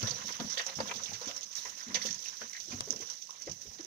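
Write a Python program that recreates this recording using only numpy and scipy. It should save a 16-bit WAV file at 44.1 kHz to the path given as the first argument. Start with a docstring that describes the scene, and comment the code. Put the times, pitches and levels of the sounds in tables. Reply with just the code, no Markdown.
"""A gritty rush of sliding stone settles on a distant quarry slope: patchy noise bands for grit, dust,
tumbling stones and rumble, the grit roughened by pebble spatter and cracking chips.
Boulders thud and slabs clack as short rings with noisy crunches; sharp clicks ring one bright phone port.
The right port is bright, ringing near 6 kHz; the left is shaded, dull and a little late.
Once something ticks on the phone's case."""
import sys
import numpy as np
from scipy import signal
from scipy.fft import rfft, irfft, next_fast_len
from scipy.io import wavfile
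from scipy.ndimage import uniform_filter1d, map_coordinates

SR = 44100
rng = np.random.default_rng(int(sys.argv[2]) if len(sys.argv) > 2 else 0)


def waveform_to_disk(signal):
    """Save audio, clipped to [-1, 1], as 16-bit WAV at the path in sys.argv[1]."""
    frames = np.transpose(np.atleast_2d(signal))
    scaled = np.clip(frames, -1, 1) * 32767
    samples = np.round(scaled).astype(np.int16)
    wavfile.write(sys.argv[1], SR, samples)


N = 170226

# The slide's course, before random swells. Each row: start in seconds, base levels of grit, tumbling
# stones and rumble in dB.
SLIDE_LEVELS = [(0.0, -39, -49.5, -54), (0.56, -43, -50.5, -63.5), (0.83, -42.5, -52.5, -62),
                (1.01, -42.5, -54.5, -55.5), (1.18, -45.5, -53.5, -63), (1.38, -46, -55, -62.5),
                (1.5, -46.5, -60, -72), (1.63, -43.5, -53.5, -70.5), (1.91, -46, -53, -67),
                (2.04, -40.5, -50, -72), (2.18, -44.5, -61, -68), (2.46, -47, -56.5, -74),
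                (2.64, -44, -68, -71.5), (2.74, -44.5, -58.5, -57), (2.85, -45, -59.5, -69),
                (2.9, -41, -58.5, -51.5), (3.08, -46, -58.5, -68), (3.23, -47.5, -70, -74),
                (3.4, -49.5, -61.5, -72), (3.69, -48, -67.5, -66), (3.86, -48, -57, -66)]
# Noise colours of the slide's layers. Each row: frequency in Hz, relative level in dB.
GRIT_COLOUR = [(1470, -29.5), (2500, -22.5), (4790, -11.5), (5610, 0), (5970, 2.5), (6450, -2.5),
               (7250, -15.5), (8500, -27), (11000, -64), (18700, -120)]
STONES_COLOUR = [(290, -43), (500, -9), (821, -8), (994, 4.5), (1280, 1.5), (1910, 2), (2350, -2),
                 (4000, -1), (5200, -33), (8800, -120)]
RUMBLE_COLOUR = [(15, -44), (25, -19), (97, -2), (217, 3.5), (364, -6), (487, 0), (700, -6.5), (910, -10),
                 (1540, -120)]
DUST_COLOUR = [(4710, -52), (8000, -8.5), (8990, -11.5), (10700, -3.5), (12000, -16.5), (13100, -4.5),
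               (14500, 3.5), (15800, -7)]
# Boulders. Each row: start in seconds, nominal peak in dB, pitch in Hz, t60 of the crunch in seconds,
# weight of the ground's boom in dB.
BOULDER_THUDS = [(0.027, -28.5, 214.5, 0.18, 2.5), (0.036, -31.5, 105, 0.15, -7),
                 (0.1, -37.5, 136, 0.27, -5), (0.239, -45.5, 205, 0.31, -3.5),
                 (0.397, -29.5, 202, 0.16, -14), (0.409, -25.5, 223, 0.12, -17),
                 (0.445, -30.5, 193, 0.17, -8), (0.768, -37.5, 142.3, 0.27, 0),
                 (0.804, -31, 198, 0.14, -10), (0.788, -30, 229, 0.17, -16), (0.832, -36, 200, 0.24, -13),
                 (0.946, -42.5, 223, 0.22, -6), (1.092, -43.5, 150, 0.25, -5), (1.124, -38, 160, 0.19, -5),
                 (1.268, -34, 246, 0.13, -17), (1.649, -48.5, 428, 0.15, -3), (1.867, -41, 229, 0.24, -24),
                 (1.886, -38, 225, 0.39, -12), (1.945, -40.5, 193.5, 0.38, -18),
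                 (2.046, -40, 225, 0.23, -11), (2.074, -43, 230, 0.14, -5), (2.095, -44, 171.5, 0.33, -5),
                 (2.408, -48.5, 228.3, 0.33, -6.5), (2.68, -41, 326, 0.071, -10),
                 (2.707, -35.5, 166, 0.16, -12), (2.724, -35, 235, 0.24, -0.5), (2.744, -37, 225, 0.17, -4),
                 (2.809, -38, 128, 0.15, -8), (2.873, -37, 420, 0.14, -17), (2.899, -37, 249, 0.16, -16),
                 (2.925, -45.5, 430, 0.29, -8), (2.954, -45, 227, 0.25, -5), (3, -40, 376, 0.15, -9),
                 (3.021, -43, 457, 0.092, -18), (3.468, -39.5, 325, 0.2, -5), (3.489, -39.5, 137, 0.18, -1),
                 (3.51, -41.5, 163, 0.15, -6), (3.539, -53.5, 133, 0.19, -3),
                 (3.794, -36, 331.5, 0.11, -32), (3.847, -44.5, 358, 0.18, -18),
                 (0.597, -36, 610, 0.09, -22), (0.802, -22, 520.5, 0.067, -25),
                 (1.214, -41.5, 504, 0.16, -25), (1.289, -43.5, 517, 0.16, -25),
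                 (1.951, -36, 505, 0.15, -25), (2.049, -34.5, 504, 0.12, -27), (2.414, -40, 488, 0.12, -22),
                 (3.474, -32, 502, 0.09, -25), (3.652, -49, 410, 0.1, -25), (3.671, -41.5, 67.3, 0.15, -9)]
# Slabs. Each row: start in seconds, nominal peak in dB, pitch in Hz, t60 of the crunch in seconds,
# weight of the pile's hollow answer in dB.
SLAB_CLACKS = [(0.015, -37, 2920, 0.18, -9), (0.029, -31.5, 1410, 0.13, 1), (0.071, -32, 3800, 0.18, -6),
               (0.155, -41.5, 3920, 0.25, -4), (0.304, -48, 1970, 0.061, 12.5),
               (0.39, -42.5, 938, 0.39, -4), (0.401, -32, 1210, 0.15, 0.5), (0.54, -36, 3940, 0.081, -12),
               (0.573, -23, 3480, 0.11, -11), (0.599, -26.5, 2800, 0.088, -4), (0.662, -45, 847, 0.39, 3.5),
               (0.697, -36.5, 4110, 0.14, -3), (0.787, -33, 887, 0.052, 3), (0.803, -32.5, 880, 0.12, 1.5),
               (0.855, -42, 1040, 0.18, 3.5), (0.883, -34, 3370, 0.13, -5), (0.893, -34, 2320, 0.19, 3),
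               (0.9115, -23.5, 2370, 0.07, -4), (0.914, -28.5, 997, 0.11, -6),
               (1.023, -36, 3830, 0.055, -6), (1.037, -41, 3440, 0.082, -22),
               (1.058, -26.5, 3660, 0.04, -24), (1.116, -44.5, 820, 0.11, 0), (1.21, -45, 996, 0.34, -3),
               (1.274, -41.5, 3450, 0.38, 2), (1.422, -40, 3450, 0.1, -16), (1.582, -35, 3800, 0.11, -10.5),
               (1.654, -37.5, 1010, 0.12, -2), (1.654, -32.5, 1920, 0.083, -24), (1.77, -45, 2700, 0.1, -6),
               (1.9465, -28, 2900, 0.12, -3.5), (2.014, -35.5, 1990, 0.12, -6.5),
               (2.053, -37, 2720, 0.15, 0.5), (2.223, -50, 3300, 0.17, -2.5),
               (2.256, -39.5, 2700, 0.18, -16), (2.415, -29.5, 1530, 0.076, -9),
               (2.531, -38.5, 2120, 0.079, -32), (2.548, -38.5, 1907, 0.2, -40),
               (2.572, -40, 2100, 0.095, -30), (2.6, -43, 3380, 0.18, -30), (2.718, -41, 2435, 0.18, 0),
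               (2.806, -41, 3200, 0.15, 2), (2.926, -47.5, 766, 0.11, 8), (3.021, -52, 3800, 0.098, 2),
               (3.075, -48, 3680, 0.29, -5.5), (3.099, -46.5, 3750, 0.16, 2), (3.292, -43, 1050, 0.25, -19),
               (3.474, -45.5, 2050, 0.19, 2), (3.786, -37, 3940, 0.045, -8), (0.1092, -25, 4680, 0.12, -14),
               (0.5761, -38, 4680, 0.11, -21), (0.8016, -30.5, 4700, 0.091, -25),
               (0.9444, -41, 4580, 0.1, -25), (0.5731, -26, 1870, 0.12, -10),
               (0.5945, -22.5, 1870, 0.08, -8), (1.9544, -24, 2056, 0.11, -11),
               (1.9694, -31.5, 2040, 0.1, -8), (2.0677, -37.5, 1790, 0.11, -14),
               (2.0874, -36, 1860, 0.083, -11)]
# Chips. Each row: start in seconds, level in dB before the layer trims, t60 in seconds,
# weight of the lower ring in dB.
CHIP_CRACKS = [(0.0278, -25, 0.066, -9), (0.0702, -27.5, 0.19, -10), (0.1056, -26.5, 0.06, -8),
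               (0.266, -30.5, 0.25, -11), (0.3217, -27.5, 0.058, -15), (0.399, -28.5, 0.061, -1.5),
               (0.4529, -37.5, 0.19, -2), (0.498, -28, 0.24, -18), (0.5252, -29, 0.081, -14),
               (0.578, -26.5, 0.12, -0.5), (0.6155, -26.5, 0.043, -10), (0.664, -22, 0.058, -22),
               (0.7527, -33, 0.36, -19), (0.8415, -44, 0.08, -12), (0.8724, -32.5, 0.13, -8),
               (0.9367, -33, 0.12, -5), (0.958, -28.5, 0.15, -13), (1.035, -30.5, 0.26, -16),
               (1.132, -29.5, 0.16, -8.5), (1.2121, -33.5, 0.19, -13), (1.257, -30, 0.08, -16),
               (1.273, -29.5, 0.26, -14), (1.363, -27, 0.12, -31), (1.4103, -36, 0.099, -19),
               (1.4298, -26.5, 0.074, -14), (1.5135, -38, 0.087, -10), (1.5264, -32, 0.088, -14),
               (1.5532, -29.5, 0.41, -19), (1.6332, -45, 0.065, -14), (1.6496, -33, 0.12, -16),
               (1.6953, -26, 0.056, -28), (1.7499, -46, 0.071, -16), (1.7754, -32.5, 0.17, -20),
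               (1.8317, -33.5, 0.08, -10), (1.8811, -34, 0.045, -10), (1.9535, -24.5, 0.05, -9),
               (1.944, -19, 0.13, -6), (2.0168, -27, 0.11, -3.5), (2.054, -25, 0.33, -11),
               (2.1066, -22, 0.047, -18), (2.128, -27, 0.039, -24), (2.145, -34, 0.039, -19),
               (2.191, -30, 0.036, -19), (2.221, -34, 0.08, -11), (2.2395, -32, 0.27, -12),
               (2.2804, -31.5, 0.14, -15), (2.3675, -36.5, 0.065, -5), (2.4053, -30.5, 0.16, -16),
               (2.476, -32, 0.04, -12), (2.53, -34, 0.066, -6), (2.5641, -36, 0.058, -3),
               (2.601, -31, 0.093, -9), (2.702, -35, 0.3, -7.5), (2.8544, -37, 0.064, -15),
               (2.907, -27, 0.078, -31), (2.961, -26.5, 0.038, -27), (3.0067, -27, 0.058, -21),
               (3.0714, -35, 0.072, -18), (3.0996, -28, 0.058, -21), (3.1304, -33.5, 0.06, -12),
               (3.1672, -41, 0.072, -6), (3.2151, -40, 0.07, -12), (3.2201, -34, 0.078, -14),
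               (3.4136, -35, 0.073, -26), (3.4195, -35.5, 0.18, -23), (3.459, -36.5, 0.17, -11),
               (3.495, -30, 0.054, -17), (3.513, -30, 0.13, -29), (3.611, -35.5, 0.15, -26),
               (3.8055, -33.5, 0.047, -12)]
# Single sharp clicks. Each row: start in seconds, peak in dB ahead of the ports' colour.
SHARP_SNAPS = [(0.6645, -22), (1.2118, -39), (1.276, -36), (1.3643, -28), (1.4098, -25), (1.5537, -22),
               (1.9444, -20), (2.0527, -27), (2.0645, -25), (2.0684, -22), (2.1283, -23), (2.145, -22),
               (2.1925, -34), (2.222, -35), (2.497, -28), (2.6017, -24.5), (2.9064, -10.5), (2.926, -19.5),
               (2.9613, -31), (3.0996, -39), (3.3608, -39), (3.422, -26.5), (3.461, -35), (3.496, -30.5),
               (3.8486, -27.5)]
# The tick on the case. Each row: start in seconds, level in dB before its lean, t60 in seconds.
CASE_TICK = [(2.8065, -13.5, 0.0073)]
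# Noise colour of the tick. Each row: frequency in Hz, relative level in dB.
CASE_TICK_COLOUR = [(250, -14), (500, -1.5), (2600, -19), (4600, -3), (6600, -4.5), (8000, -7.5),
                    (8900, -10), (10500, -29), (16000, -37)]
# Lean of the tick, left over right. Each row: frequency in Hz, difference in dB.
CASE_TICK_LEAN = [(300, 15.5), (2400, 6), (4600, 16), (6000, -3), (9000, 14.5), (15000, 3)]
# Resonances of the ground, the stone pile and the chips. Each row: centre in Hz, width in Hz,
# relative level in dB.
GROUND_MODES = [(68.4, 31, -3.5), (100.2, 44, 5)]
PILE_MODES = [(513, 73, -0.5), (710.5, 190, -6), (989, 165, -1.5), (1288, 520, -2)]
CHIP_MODES = [(3480, 1030, -2.5), (4654, 184, 2.5)]
# Ring of the bright port. Each row: frequency in Hz, relative level in dB.
PORT_RING = [(4800, -19), (6000, 6.5), (6700, -3.5), (8800, -19), (14600, -13)]
# Shading of the left port over the right. 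Each row: frequency in Hz, gain in dB.
LEFT_SHADE = [(60, -3.5), (83, -1), (110, 4.5), (160, -1), (220, 1.5), (300, 0.5), (420, 0.5), (580, 2.5),
              (810, 0), (1120, 2), (1540, 5.5), (2140, 0.5), (2960, -13), (4090, -14.0), (5660, -24.5),
              (7830, -19.5), (10800, -20.5), (15000, -26)]
# Colour of the right port, which the left shares. Each row: frequency in Hz, gain in dB.
PORT_COLOUR = [(60, -2.5), (800, 0.95), (1500, -1.5), (3000, 6), (6000, 3.5), (15000, -7.5)]
# Likeness of the two ports. Each row: frequency in Hz, share from 0 to 1.
PORT_LIKENESS = [(60, 0.85), (500, 0.7), (1200, 0.5), (2500, 0.2), (5000, 0.55), (12000, 0.16)]

THUD_Q, CLACK_Q = 3.2, 3.4
THUD_RISE_S, CLACK_RISE_S, CRACK_RISE_S, TICK_RISE_S = 0.0024, 0.00077, 0.00078, 0.00077
PEBBLES_PER_S, PEBBLE_T60_S = 160, 0.02
PEBBLE_FLOOR_DB, PEBBLE_SPREAD_DB = -5, 2.5  # softest pebble, mean rise above it
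DUST_DB, DUST_FOLLOWS = -10, 0.53  # against the grit; share of the grit's bursts
LAG_S, LAG_FROM_HZ = 0.000439, 984  # the bass reaches both ports together
SNAP_PEAK_S = 0.00045
TOP_HZ = 15800


def amp(db):
    """Decibels to amplitude."""
    return 10 ** (np.asarray(db) / 20)


def unit(x):
    """x scaled to rms 1."""
    return x / np.sqrt(np.mean(x ** 2) + 1e-20)


def along(points, hz):
    """A curve through (Hz, value) points on a log frequency axis."""
    f, v = np.transpose(points)
    return np.interp(np.log(hz + 1), np.log(f + 1), v)


def wobble(rate):
    """A smooth random curve with `rate` knots a second."""
    knots = rng.standard_normal(int(N * rate / SR) + 4)
    return map_coordinates(knots, [np.arange(N) * rate / SR])


def filtered(x, response):
    """x shaped by a complex response of frequency."""
    n = x.shape[-1]
    m = next_fast_len(n + 4096)
    return irfft(rfft(x, m) * response(np.fft.rfftfreq(m, 1 / SR)), m)[..., :n]


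def rings(modes):
    """Causal response of (Hz, width, dB) resonances, with alternating signs."""
    def response(f):
        total = 0
        for k, (centre, width, db) in enumerate(modes):
            band = 1j * f * width
            total = total + (-1) ** k * amp(db) * band / (centre * centre - f * f + band)
        return total
    return response


def rush(colour, patchy_db):
    """Two unrelated coloured noises of overall rms 1, sharing patches of random gain in time and pitch."""
    cells = signal.stft(rng.standard_normal((2, N)), nperseg=256)[2]
    patches = rng.standard_normal(cells.shape[1:])
    patches = uniform_filter1d(patches, size=4, axis=0)
    patches = uniform_filter1d(patches, size=8, axis=1)
    pair = signal.istft(cells * amp(patchy_db * unit(patches)), nperseg=256)[1][:, :N]
    return unit(filtered(pair, lambda hz: amp(along(colour, hz))))


def strike(t, rise_s, t60):
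    """A quick rise and an exponential fall."""
    return (1 - np.exp(-t / rise_s)) * amp(-60 * t / np.clip(t60, 0.004, 0.6))


def strikes(rows, rise_s):
    """Envelope of all (s, dB, t60) impacts, summed in power."""
    power, t = np.zeros(N + SR), np.arange(SR // 3) / SR
    for s, db, t60 in rows:
        power[round(s * SR):][:len(t)] += (amp(db) * strike(t, rise_s, t60)) ** 2
    return np.sqrt(power[:N])


def tick():
    """A tick on the case reaches both ports through the body: a noise burst leaning left or right by pitch."""
    halves = np.array([[0.5], [-0.5]])
    burst = strikes(CASE_TICK, TICK_RISE_S) * rush(CASE_TICK_COLOUR, patchy_db=3)
    return filtered(burst, lambda hz: amp(along(CASE_TICK_LEAN, hz) * halves))


def snaps():
    """Clicks too short to have a tail of their own ring the bright port."""
    clicks, t = np.zeros(N), np.arange(SR // 100) / SR
    for s, db in SHARP_SNAPS:
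        clicks[round(s * SR)] = amp(db)
    swell = (t / SNAP_PEAK_S * np.exp(1 - t / SNAP_PEAK_S)) ** 1.2
    ring = swell * sum(amp(db) * np.cos(2 * np.pi * hz * (t - SNAP_PEAK_S)) for hz, db in PORT_RING)
    click_ring = signal.fftconvolve(clicks, ring / np.abs(ring).max())[:N]
    return click_ring * np.ones((2, 1))


def knocks(rows, under, q, rise_s, broad, clear, brief, rough_db, crest_db):
    """Each impact gives a brief clear ring at its pitch, then a longer crunch there and in what lies under it."""
    out, t = np.zeros((2, N + SR)), np.arange(SR // 3) / SR
    rough = amp(rough_db * np.pad(wobble(120), (0, SR)))

    def noise(colour):
        return unit(filtered(rng.standard_normal((2, len(t))), colour))

    def detuned_tones():
        """Sines near the modes underneath, each strike slightly off in pitch and level."""
        total = 0
        for hz, _, db in under:
            level = amp(db + rng.normal(0, 3.6))
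            total = total + level * np.sin(2 * np.pi * hz * rng.normal(1, 0.0407) * t)
        return total

    for s, db, pitch_hz, t60, under_db in rows:
        own = rings([(pitch_hz, pitch_hz / q, 0)])
        shape = strike(t, rise_s, t60)

        def even(x):
            """x under the strike's envelope, with the envelope's own energy."""
            shaped = x * shape
            return shaped * np.linalg.norm(shape) / np.linalg.norm(shaped, axis=1, keepdims=True)

        blow = clear * strike(t, rise_s, brief * t60) * np.sin(2 * np.pi * pitch_hz * t)
        crunch = even(noise(lambda f: own(f) * (own(f) + broad)))
        answer = amp(under_db) * even(0.77 * unit(detuned_tones()) + noise(rings(under)))
        at = round(s * SR)
        grain = rough[at:][:len(t)]
        out[:, at:][:, :len(t)] += amp(db - crest_db) * (blow + grain * (crunch + answer))
    return out[:, :N]


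def thuds():
    """Boulders land with a low ring and crunch, and the ground booms under them."""
    return knocks(BOULDER_THUDS, GROUND_MODES, THUD_Q, THUD_RISE_S,
                  broad=1.0, clear=1.67, brief=0.59, rough_db=1.7, crest_db=10.0)


def clacks():
    """Slabs knock with a higher ring and crunch, and the pile answers hollowly."""
    return knocks(SLAB_CLACKS, PILE_MODES, CLACK_Q, CLACK_RISE_S,
                  broad=0.61, clear=2.06, brief=0.25, rough_db=2.5, crest_db=10.5)


def rumble(level_db):
    """The slide's low end: patchy bass noise that swells slowly."""
    return amp(level_db + 0.63 * wobble(11)) * rush(RUMBLE_COLOUR, patchy_db=2.0)


def tumbling_stones(level_db, surge, spatter):
    """Midrange noise that swells with the slide and roughens with the pebbles."""
    level = amp(level_db + surge + 3.2 * wobble(45)) * np.sqrt(0.6 + 0.5 * spatter)
    return level * rush(STONES_COLOUR, patchy_db=3)


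def dust(grit_db, bright):
    """A fine top-end hiss that partly follows the grit's bursts."""
    bursts = (bright / amp(grit_db)) ** DUST_FOLLOWS
    return amp(DUST_DB + grit_db + 1.6 * wobble(27.87)) * bursts * rush(DUST_COLOUR, patchy_db=2.0)


def pebble_spatter():
    """Power envelope of pebbles landing at random, many soft and few hard."""
    draw = rng.random((int(PEBBLES_PER_S * N / SR), 2))
    when = (draw[:, 0] * N).astype(int)
    level_db = PEBBLE_FLOOR_DB - PEBBLE_SPREAD_DB * np.log(draw[:, 1])
    hits = np.bincount(when, amp(2 * level_db), N)  # doubled dB gives power
    decay = strike(np.arange(SR // 10) / SR, 0.001, PEBBLE_T60_S) ** 2
    return np.abs(signal.fftconvolve(hits, decay)[:N])


def chip_ringing(jag):
    """The lower ring of cracking chips: noise through their resonances twice."""
    rows = [(s, db + ring_db, t60) for s, db, t60, ring_db in CHIP_CRACKS]
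    ringing = unit(filtered(rng.standard_normal((2, N)), lambda f: rings(CHIP_MODES)(f) ** 2))
    return amp(-7.5) * jag * strikes(rows, CRACK_RISE_S) * ringing


def slide():
    """Sliding stone: grit with pebbles and cracking chips, over dust, tumbling stones and rumble."""
    s, *columns = np.transpose(SLIDE_LEVELS)
    grit_db, stones_db, rumble_db = [np.interp(np.arange(N) / SR, s, c) for c in columns]
    spatter = pebble_spatter()
    surge = wobble(9)  # shared by grit and stones, in dB
    jag = amp(0.89 * wobble(300))  # rapid raggedness of the cracks
    bed = amp(grit_db + 0.59 * surge + 1.4 * wobble(150)) * np.sqrt(0.73 + spatter)
    chips = amp(-6.5) * jag * strikes([row[:3] for row in CHIP_CRACKS], CRACK_RISE_S)
    bright = np.hypot(bed, chips)
    grit = bright * rush(GRIT_COLOUR, patchy_db=2.0)
    return (grit + chip_ringing(jag) + dust(grit_db, bright)
            + tumbling_stones(stones_db, surge, spatter) + rumble(rumble_db))


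def ports(pair):
    """The right port hears the sound directly; the left hears it shaded, late and partly scattered."""
    def left_response(hz):
        alike = np.clip(along(PORT_LIKENESS, hz), 0, 1)
        lag_s = LAG_S * hz ** 6 / (hz ** 6 + LAG_FROM_HZ ** 6)
        late = np.exp(-2j * np.pi * hz * lag_s)
        shares = np.array([alike, np.sqrt(1 - alike ** 2)])  # direct, scattered
        return amp(along(LEFT_SHADE, hz)) * late * shares

    left = filtered(pair, left_response).sum(0)
    both = np.array([left, pair[0]])
    return filtered(both, lambda hz: amp(along(PORT_COLOUR, hz)))


def scene():
    """The slope is heard through the ports; the tick comes through the case."""
    slope = slide() + thuds() + clacks() + snaps()
    return ports(slope) + tick()


def record(dry):
    """The phone keeps nothing above its band limit."""
    return filtered(dry, lambda hz: hz < TOP_HZ)


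dry = scene()
out = record(dry)
waveform_to_disk(out)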